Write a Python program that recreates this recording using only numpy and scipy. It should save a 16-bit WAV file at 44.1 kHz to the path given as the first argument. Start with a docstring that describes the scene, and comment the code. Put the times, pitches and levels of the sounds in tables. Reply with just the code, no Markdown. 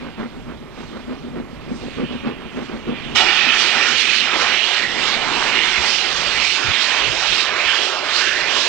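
"""Soft exhaust beats and a thin hiss of leaking steam come first, from a three-cylinder steam locomotive
some way off across snowy fields; six beats make a wheel turn. Each beat is ragged noise ringing in the chimney.
The leak is shaped noise that swells about once a turn; filtered noise makes the rumble and the light wind.
Then the safety valve lifts: a jet of noise whose roar wavers through moving air, with an echo off the snow.
A tape camcorder adds hiss, a faint whine and a muffled left microphone port."""
import sys
import numpy as np
from scipy import signal
from scipy.fft import rfft, irfft
from scipy.io import wavfile
from scipy.ndimage import uniform_filter1d

SR = 44100
rng = np.random.default_rng(int(sys.argv[2]) if len(sys.argv) > 2 else 0)


def pcm_store(signal):
    """Save signal as 16-bit PCM."""
    levels = np.round(np.clip(np.atleast_2d(signal), -1, 1) * 32767)
    wavfile.write(sys.argv[1], SR, levels.astype(np.int16).T)


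def nominal_scale(level):
    """Amplitude ratio for a level in decibels (scalar or array-like)."""
    x = np.asarray(level, float) / 20
    return 10 ** x


N = 382788  # length in samples


def evened(x):
    """Scales a sound to an rms of 1."""
    return x / np.sqrt(np.mean(x ** 2) + 1e-20)


def read(points, hz):
    """Reads a curve of (frequency, value) points on a log-frequency axis."""
    f, value = np.transpose(points)
    return np.interp(np.log(hz + 1), np.log(f + 1), value)


def add(mix, s, sound):
    """Mixes a sound in at time s."""
    part = mix[max(round(s * SR), 0):][:len(sound)]
    part += sound[:len(part)]


def coloured(tone, channels=1):
    """Steady noise of rms 1 with the given spectrum."""
    spectrum = rfft(rng.standard_normal((channels, N)))
    spectrum = spectrum * nominal_scale(read(tone, np.fft.rfftfreq(N, 1 / SR)))
    return evened(irfft(spectrum, N))


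def ragged_gain(depth_db, smooth):
    """A randomly wandering gain; smooth is its averaging length in samples."""
    return nominal_scale(depth_db * evened(uniform_filter1d(rng.standard_normal(N), size=smooth)))


def level_curve(rows):
    """Turns (time, dB) rows into a gain at every sample."""
    s, db = np.transpose(rows)
    return nominal_scale(np.interp(np.arange(N) / SR, s, db))


def ramp(hz, lo_hz, hi_hz):
    """0 below lo_hz, 1 above hi_hz, straight on a log-frequency axis."""
    return np.clip(np.log((hz + 1) / lo_hz) / np.log(hi_hz / lo_hz), 0, 1)


def hump(hz, centre_hz, width):
    """A bell shape on the log-frequency axis."""
    return np.exp(-(np.log((hz + 1) / centre_hz) / width) ** 2)


def bell(t, start, length):
    """Half a sine from start to start + length."""
    return np.sin(np.pi * np.clip((t - start) / length, 0, 1))


def steam(tone, s, flow_db, shape_db, gust_db, band_db, flicker_db):
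    """Jet noise with a spectrum bent by shape_db(hz, t); eddies add wide gusts, thin bands and flicker."""
    size, hop = 512, 128  # samples per short-time frame and per step
    frames, hz = N // hop + 6, np.fft.rfftfreq(size, 1 / SR)
    t = np.arange(frames) * hop / SR
    real, imaginary, gusts, bands = rng.standard_normal((frames, len(hz), 4)).T
    # axis 0 smooths across frequency, axis 1 across time
    gusts = evened(uniform_filter1d(uniform_filter1d(gusts, size=10, axis=0), size=22, axis=1))
    bands = evened(uniform_filter1d(uniform_filter1d(bands, size=3, axis=0), size=50, axis=1))
    flicker = evened(uniform_filter1d(rng.standard_normal(frames), size=4))
    eddies_db = gust_db * gusts + band_db * bands + flicker_db * flicker
    gain = nominal_scale(read(tone, hz)[:, None] + shape_db(hz[:, None], t) + eddies_db)
    # slow level changes in the middle band are evened out, so that flow_db sets them
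    core = (hz > 1200) & (hz < 4500)
    gain /= np.sqrt(uniform_filter1d((gain[core] ** 2).sum(0), size=30))
    jet = signal.istft((real + 1j * imaginary) * gain, nperseg=size, noverlap=size - hop)[1][:N]
    return evened(jet) * nominal_scale(np.interp(np.arange(N) / SR, s, flow_db))


# exhaust beats that stand out: t/s, chimney level/dB (nominal peak, 5 dB over its rms), puff rms against it level/dB
BEATS = [(0.02, -26.5, -9.5), (0.187, -24, -8.5), (0.33, -34, -12), (0.47, -29.5, -10), (0.611, -36, -21),
         (0.776, -28.5, -10), (0.926, -27.5, -11.5), (1.088, -24.5, -13.5), (1.232, -29, -21),
         (1.349, -23, -15), (1.507, -32, -17), (1.679, -23, -19), (1.816, -24.5, -18), (1.979, -18, -18),
         (2.096, -26, -11), (2.251, -21.5, -10.5), (2.391, -31.5, -9.5), (2.555, -24, -11),
         (2.697, -27, -9), (2.865, -20.5, -16), (3.052, -29.5, -28), (3.274, -36.5, -17),
         (3.445, -28.5, -18), (3.6, -32, -12.5), (3.74, -26.5, -13)]
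# resonances of the chimney: f/Hz, width f/Hz, relative level/dB
CHIMNEY = [(243, 50, 0), (340, 200, -9), (175, 80, -13), (480, 200, -15)]
# spectrum of the puff: f/Hz, relative level/dB (per Hz)
PUFF = [(300, -6.5), (450, 2), (700, 0.5), (1200, 1.5), (2000, -5), (3300, -14), (6000, -30.5),
        (9000, -68.5)]
BEAT_LENGTH_S, BEAT_GAP_S = 0.12, 0.149  # the gap gives six beats a wheel turn
# beats under the roar, fading with distance
LATER_DB, LATER_FADE_DB_PER_S, LATER_SPREAD_DB, LATER_PUFF_DB = -32, 2.7, 4.5, -4


def exhaust():
    """Each beat is a burst of ragged noise that rings the chimney, with a puff of hiss above it."""
    last_s = BEATS[-1][0]
    since = np.arange(BEAT_GAP_S, N / SR - last_s, BEAT_GAP_S)
    later_db = LATER_DB - LATER_FADE_DB_PER_S * since
    later_db = later_db + LATER_SPREAD_DB * rng.standard_normal(len(since))
    later = [(last_s + wait, db, LATER_PUFF_DB) for wait, db in zip(since, later_db)]

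    boom, puff = np.zeros(N), np.zeros(N)
    swell = np.sin(np.pi * np.linspace(0, 1, round(BEAT_LENGTH_S * SR)) ** 0.85) ** 1.01
    for s, db, puff_db in BEATS + later:
        start = s - 0.02  # the swell begins just before the listed time
        add(boom, start, nominal_scale(db - 5.0) * swell)
        add(puff, start, nominal_scale(db + puff_db) * swell ** 1.4)

    ragged = ragged_gain(2.53, 250)
    hz = np.fft.rfftfreq(N, 1 / SR)
    pipe = np.sqrt(sum((nominal_scale(db) / (1 + ((hz - f) / (w / 2)) ** 2)) ** 2 for f, w, db in CHIMNEY))
    ring = evened(irfft(rfft(rng.standard_normal(N) * ragged) * pipe, N))
    return boom * ring + puff * evened(coloured(PUFF)[0] * ragged)


# leaking steam, swelling about once a turn: t/s, flow level/dB, treble level/dB (its rise or fall about the mean)
LEAK = [(0.0, -43.5, -12), (0.25, -45.5, -15.5), (0.3, -48.5, -10.5), (0.68, -51, -11), (0.8, -45, -6.5),
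        (1.19, -47.5, -10.5), (1.45, -51.5, -10), (1.6, -45.5, -14.5), (1.76, -44.5, -3.5),
        (2.01, -36.5, -14), (2.3, -39.5, -18), (2.38, -42.5, -19), (2.66, -40.5, -10), (2.83, -43, -13),
        (2.96, -33, -20.5), (3.14, -36, -13)]
# spectrum of the leak before shaping: f/Hz, relative level/dB (per Hz)
LEAK_TONE = [(530, -35), (900, -6.5), (1320, -2), (1470, -2.5), (1860, -1), (2340, -1), (3330, -1.5),
             (8770, -26), (10000, -49), (13000, -81), (22000, -120)]
LEAK_HZ = 2650  # centre of the hiss
LEAK_FOCUS_PER_DB = 0.36  # stronger flow gathers round the centre


def leak():
    """Thin hiss of steam jets from glands and cocks; it runs on under the valve."""
    s, flow_db, treble_db = np.transpose(LEAK)

    def shape(hz, t):
        treble = ramp(hz, 3200, 5200) * np.interp(t, s, treble_db - treble_db.mean())
        focus_db = 3.5 + LEAK_FOCUS_PER_DB * np.interp(t, s, flow_db - flow_db.mean())
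        return treble + focus_db * hump(hz, LEAK_HZ, .25)

    return steam(LEAK_TONE, s, flow_db, shape, gust_db=1.8, band_db=0.0, flicker_db=0.5)


# rumble of the train under the beats: t/s, level/dB
RUMBLE = [(0.0, -42.5), (1.3, -40), (2.7, -39), (3.17, -34.5), (3.85, -38.5), (4.06, -43), (4.45, -35),
          (4.71, -49), (4.9, -34), (5.42, -32), (5.6, -34.5), (6.6, -42.5), (7.3, -47), (8.68, -47)]
# its spectrum: f/Hz, relative level/dB (per Hz)
RUMBLE_TONE = [(59, -5.5), (100, -12), (238, 3), (627, -6), (1330, -8.5), (1580, -14), (2460, -14.5),
               (3000, -45), (3900, -47), (6600, -120)]


def rumble():
    """Wheels, rods and the echo of the exhaust off the valley, as low noise that rises and sinks."""
    return level_curve(RUMBLE) * coloured(RUMBLE_TONE)[0]


# wind on the microphone: t/s, level/dB before the random lumps
WIND = [(0.0, -47.5), (0.31, -54), (0.46, -38.5), (0.85, -49.5), (1.37, -44), (2.05, -42.5), (2.3, -49),
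        (3.14, -42.5), (3.4, -52), (4.7, -49.5), (5.25, -44.5), (6.0, -49.5), (6.28, -40.5), (6.82, -55.5),
        (7.08, -44), (7.9, -52.5), (8.5, -47.5), (8.68, -49)]
# its spectrum: f/Hz, relative level/dB (per Hz)
WIND_TONE = [(8.8, -32), (15, -15.5), (48, 2), (97, -7), (180, -2), (230, -25), (400, -120)]
# buffets of wind: start t/s, level/dB (crest of the tone), pitch f/Hz, length t/s
BUFFETS = [(3.132, -36, 100.6, 0.053), (5.76, -36.5, 69.6, .08), (6.63, -34, 121, 0.065),
           (6.664, -27.5, 80.6, 0.076), (7.038, -33.5, 109.7, .11), (7.63, -40.5, 80, .08)]


def wind():
    """Air pushing on the microphone: two lumpy low noises and a few soft thumps shared by both."""
    lumps = ragged_gain(2.2, 3000)
    out = level_curve(WIND) * evened(coloured(WIND_TONE, channels=2) * lumps)
    for s, db, hz, length in BUFFETS:
        t = np.arange(round(length * SR)) / SR
        rustle_tone = [(hz / 2, -6), (hz, 0), (3 * hz, -8), (6 * hz, -50)]
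        rustle = evened(coloured(rustle_tone)[0][:len(t)])
        thump = nominal_scale(db) * np.hanning(len(t)) * (np.sin(2 * np.pi * hz * t) + .6 * rustle)
        add(out[0], s, thump)
        add(out[1], s, thump)
    return out


# microphone hiss before each port's trim: f/Hz, level/dB (per Hz)
SELF_NOISE = [(300, -94), (3000, -100), (8000, -102), (12000, -104), (14000, -107)]
# whine of the tape drum motor before each port's trim: f/Hz, level/dB (peak of the sine)
WHINE = [(7267, -82), (8102, -82), (8398, -88), (10799, -86), (11999, -91), (12301, -92), (12602, -94),
         (12898, -92), (13200, -89), (13501, -90), (13803, -91), (14099, -92)]


def camera_noise():
    """Microphone hiss and the faint sine tones of the tape drum, both stronger at the right port."""
    hz = np.fft.rfftfreq(N, 1 / SR)
    density = nominal_scale(read(SELF_NOISE, hz)) * np.sqrt(SR / 2)
    hiss = irfft(rfft(rng.standard_normal((2, N))) * density, N)
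    t = np.arange(N) / SR
    whine = sum(nominal_scale(db) * np.sin(2 * np.pi * (f * t + rng.random())) for f, db in WHINE)
    return hiss * nominal_scale([[-7.0], [.1]]) + whine * nominal_scale([[-14], [3]])  # trims: left, right


# safety valve as the moving air delivers it: t/s, level/dB, brightness level/dB (scaled by band in shape)
VALVE = [(3.158, -13, 1), (3.25, -15.5, -2.5), (3.5, -13.5, -6.5), (3.61, -14.5, 4.5), (3.71, -14, -4.5),
         (3.89, -15, 4.5), (3.95, -14.5, -3), (4.01, -14, 3.5), (4.07, -14.5, -2), (4.16, -14, 0),
         (4.29, -16.5, -3.5), (4.41, -15.5, 3.5), (4.53, -14.5, -4), (4.79, -15.5, -4.5), (4.91, -22, 2.5),
         (5.08, -16.5, -0.5), (5.2, -20, -1.5), (5.48, -18, 0.5), (5.57, -14.5, -3), (5.82, -17.5, 1.5),
         (5.9, -17, 4), (6.02, -17, -2.5), (6.13, -20.5, 3.5), (6.36, -18, 0.5), (6.47, -15, 1),
         (6.63, -20, 3), (6.72, -15.5, -5), (6.83, -16.5, 2.5), (7.06, -16, -2.5), (7.14, -20, 2.5),
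         (7.26, -16.5, 0), (7.41, -16.5, 4.5), (7.51, -19.5, -6), (7.7, -14.5, -4), (7.85, -18, 1.5),
         (8.021, -24, -2), (8.17, -16.5, 4.5), (8.27, -16, 0.5), (8.45, -19, -2.5), (8.57, -16, 2.5),
         (8.68, -18.5, 2.5)]
# spectrum of the roar before shaping: f/Hz, relative level/dB (per Hz)
VALVE_TONE = [(120, -52), (200, -67), (239, -28), (280, -25.5), (341, -7), (422, -8), (613, -7),
              (2170, -3.5), (2930, -2), (5460, -12), (8070, -27), (10700, -53), (14000, -106)]
# echo off the snow, fading as the train draws away: t/s, share (0-1), scattered above about f/Hz
ECHO = [(3.16, 0.53, 3000), (3.75, 0.3, 2800), (4.1, 0.17, 1390), (6.2, 0.26, 900), (6.8, 0.08, 1400),
        (7.3, 0, 900), (8.68, 0, 900)]
# bands that brighten or dim for a moment: start t/s, end t/s, start f/Hz, end f/Hz, peak change level/dB
STREAKS = [(3.048, 3.6, 830, 790, 4.5), (3.203, 3.6, 2650, 2500, 2.5), (3.696, 3.948, 2100, 1580, 4.5),
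           (4.784, 5.023, 2050, 1850, 8.5), (5.477, 5.7, 2650, 2830, 2), (5.54, 5.9, 2110, 2170, 3.5),
           (4.35, 4.547, 2600, 2850, -3.5), (4.4, 4.65, 1200, 2600, 2.5), (5.003, 5.198, 3300, 3600, 5),
           (5.84, 6.04, 4800, 5170, 5), (6.11, 6.624, 916, 2810, 4.5), (6.545, 6.75, 1700, 1185, 5.5),
           (6.682, 6.902, 3370, 4330, 5.5), (6.799, 7.145, 2370, 2030, 3.5),
           (7.112, 7.276, 3920, 3500, -0.5), (7.305, 7.46, 3580, 4660, 3), (7.47, 7.7, 3210, 2950, -8.5),
           (7.5, 7.75, 1980, 1690, 3), (7.75, 8.105, 2310, 1810, -4.5), (8.04, 8.243, 2730, 5200, 6),
           (8.138, 8.513, 1360, 2070, 8.5), (8.297, 8.5, 3300, 3000, -3), (8.505, 8.662, 2730, 3950, 1)]
# the low roar swells or sinks: middle t/s, length t/s, peak change level/dB, top f/Hz (a gradual edge)
SWELLS = [(3.452, .6, -4.5, 604), (3.86, 0.22, 6, 1760), (4.1, 0.65, -6, 1000), (4.392, 0.36, 6.5, 1650),
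          (4.733, 0.51, -3.5, 1600), (5.427, 0.37, 3, 1270), (5.98, 0.22, -5, 1630),
          (6.515, 0.16, -6, 1830), (6.816, 0.23, -0.5, 1310), (7.65, 0.25, -0.5, 905), (8.508, 1, 1, 1100)]
RISE_S = 0.014  # the valve pops open
JET_HZ, JET_RISE_PER_DB = 2600, .02  # the centre of the jet climbs with brightness
BASS_STEADY, BODY_STEADY = 1, 0.46  # share of the level's wavering that the low roar ignores
STREAK_WIDTH = .16  # on the log-frequency axis
ECHO_MS, ECHO_SHRINK_MS_PER_S = 1.86, .05
# the recorder's high hiss, strong as the valve opens, fades while the gain control settles
TOP_HISS_DB, TOP_HISS_FADE_S = 42, .9


def valve():
    """Moving air shakes the jet's upper part more than its low roar; an inverted echo off the snow combs it."""
    s, level_db, bright_db = np.transpose(VALVE)
    echo_s, share, rough_hz = np.transpose(ECHO)

    def shape(hz, t):
        waver = np.interp(t, s, level_db - level_db.mean())
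        bright = np.interp(t, s, bright_db)
        low = 1 - ramp(hz, 870, 1430)

        bent = (ramp(hz, 2900, 5200) + 0.19 * ramp(hz, 5500, 9000)) * bright
        bent += 1.57 * hump(hz, JET_HZ * (1 + JET_RISE_PER_DB * bright), .24)
        bent -= waver * (BASS_STEADY * low + BODY_STEADY * hump(hz, 1450, 0.27))
        bent += -1.5 * low + .5 * hump(hz, 1100, 0.1) + .5 * hump(hz, 4000, 0.067)
        fade = np.exp(-np.maximum(t - s[0], 0) / TOP_HISS_FADE_S)
        bent += TOP_HISS_DB * ramp(hz, 10500, 14000) * fade

        for middle, length, db, top_hz in SWELLS:
            below_top = 1 - ramp(hz, 0.81 * top_hz, 1.85 * top_hz)
            bent += db * bell(t, middle - length / 2, length) * below_top
        for t0, t1, f0, f1, db in STREAKS:
            centre_hz = f0 + (f1 - f0) * np.clip((t - t0) / (t1 - t0), 0, 1)
            bent += db * bell(t, t0, t1 - t0) * hump(hz, centre_hz, STREAK_WIDTH)

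        # rough snow scatters the treble, so only the lower part echoes clearly
        rough = np.interp(t, echo_s, rough_hz)
        echo = np.clip(np.interp(t, echo_s, share), 0, .9) * (1 - ramp(hz, .85 * rough, 1.25 * rough))
        delay_s = (ECHO_MS - ECHO_SHRINK_MS_PER_S * (t - s[0])) / 1000
        comb = abs(1 - echo * np.exp(-2j * np.pi * hz * delay_s))
        return bent + 20 * np.log10(comb)

    opening = np.clip((np.arange(N) / SR - s[0]) / RISE_S + 1, 0, 1) ** 2
    return opening * steam(VALVE_TONE, s, level_db, shape, gust_db=1.5, band_db=1.32, flicker_db=0.36)


def scattered(x):
    """Short reflections around the camera body scramble the phase."""
    grid = np.arange(0, SR / 2 + 60, 12)  # Hz
    wander = np.cumsum(2 * rng.standard_normal(len(grid)))
    turn = np.interp(np.fft.rfftfreq(N, 1 / SR), grid, wander)
    return irfft(rfft(x) * np.exp(1j * turn), N)


# left port against right: f/Hz, level/dB
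LEFT_DB = [(40, -4), (90, -0.5), (200, 0.5), (300, -0.5), (500, -4), (1000, -4.5), (1400, -7.5),
           (2000, -10), (2500, -16), (3000, -20), (3600, -32.5), (5000, -31.5), (7000, -55), (14000, -52)]
# how far the left port's phase leads: f/Hz, phase/radians
LEFT_LEAD = [(30, 1.7), (260, 1.7), (450, 1.27), (1000, .8), (2300, .2), (3500, -.6), (4500, -1.5),
             (9000, -1.0)]
# how alike the two ports sound: f/Hz, likeness (0-1)
LEFT_SAME = [(40, .6), (110, .55), (200, .94), (1400, .97), (3000, .9), (5000, .7), (9000, .4)]


def ports(x, stray):
    """The left port is muffled and turned in phase; part of what it hears is the unrelated sound stray."""
    hz = np.fft.rfftfreq(N, 1 / SR)
    left = nominal_scale(read(LEFT_DB, hz)) * np.exp(1j * read(LEFT_LEAD, hz))
    same = np.clip(read(LEFT_SAME, hz), 0, 1)
    right_sound = rfft(x)
    left_sound = left * (same * right_sound + np.sqrt(1 - same ** 2) * rfft(stray))
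    # keeps the strength of the shared sound when the two ports are averaged
    return irfft(2 * np.array([left_sound, right_sound]) / abs(1 + same * left), N)


def scene():
    """Train and wind reach the pair of ports."""
    train = exhaust() + leak() + rumble() + valve()
    air = wind()
    return ports(train + air[0], scattered(train) + air[1])


def top_cut(x):
    """Nothing passes above the cut-off."""
    return signal.sosfilt(signal.butter(12, 15030, fs=SR, output="sos"), x)


def record(dry):
    """Adds camera noise; slow gain control turns loud passages down, peaks are squeezed, the top is cut."""
    x = dry + camera_noise()
    power_db = 10 * np.log10(abs(uniform_filter1d((x ** 2).max(0), size=4000)) + 1e-12)
    keep = np.exp(-1 / (.45 * SR))  # reacts over 0.45 s
    over_db = signal.lfilter([1 - keep], [1, -keep], np.maximum(power_db + 19, 0))  # above -19 dB
    x = x / nominal_scale(.35 * over_db)
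    x = x / (1 + abs(x) ** 14) ** (1 / 14)  # a soft knee near full scale
    low_pass = signal.firwin(401, 14450, fs=SR)  # Hz
    finished = signal.oaconvolve(x, low_pass[None], "same")
    return top_cut(finished)


dry = scene()
out = record(dry)
pcm_store(out)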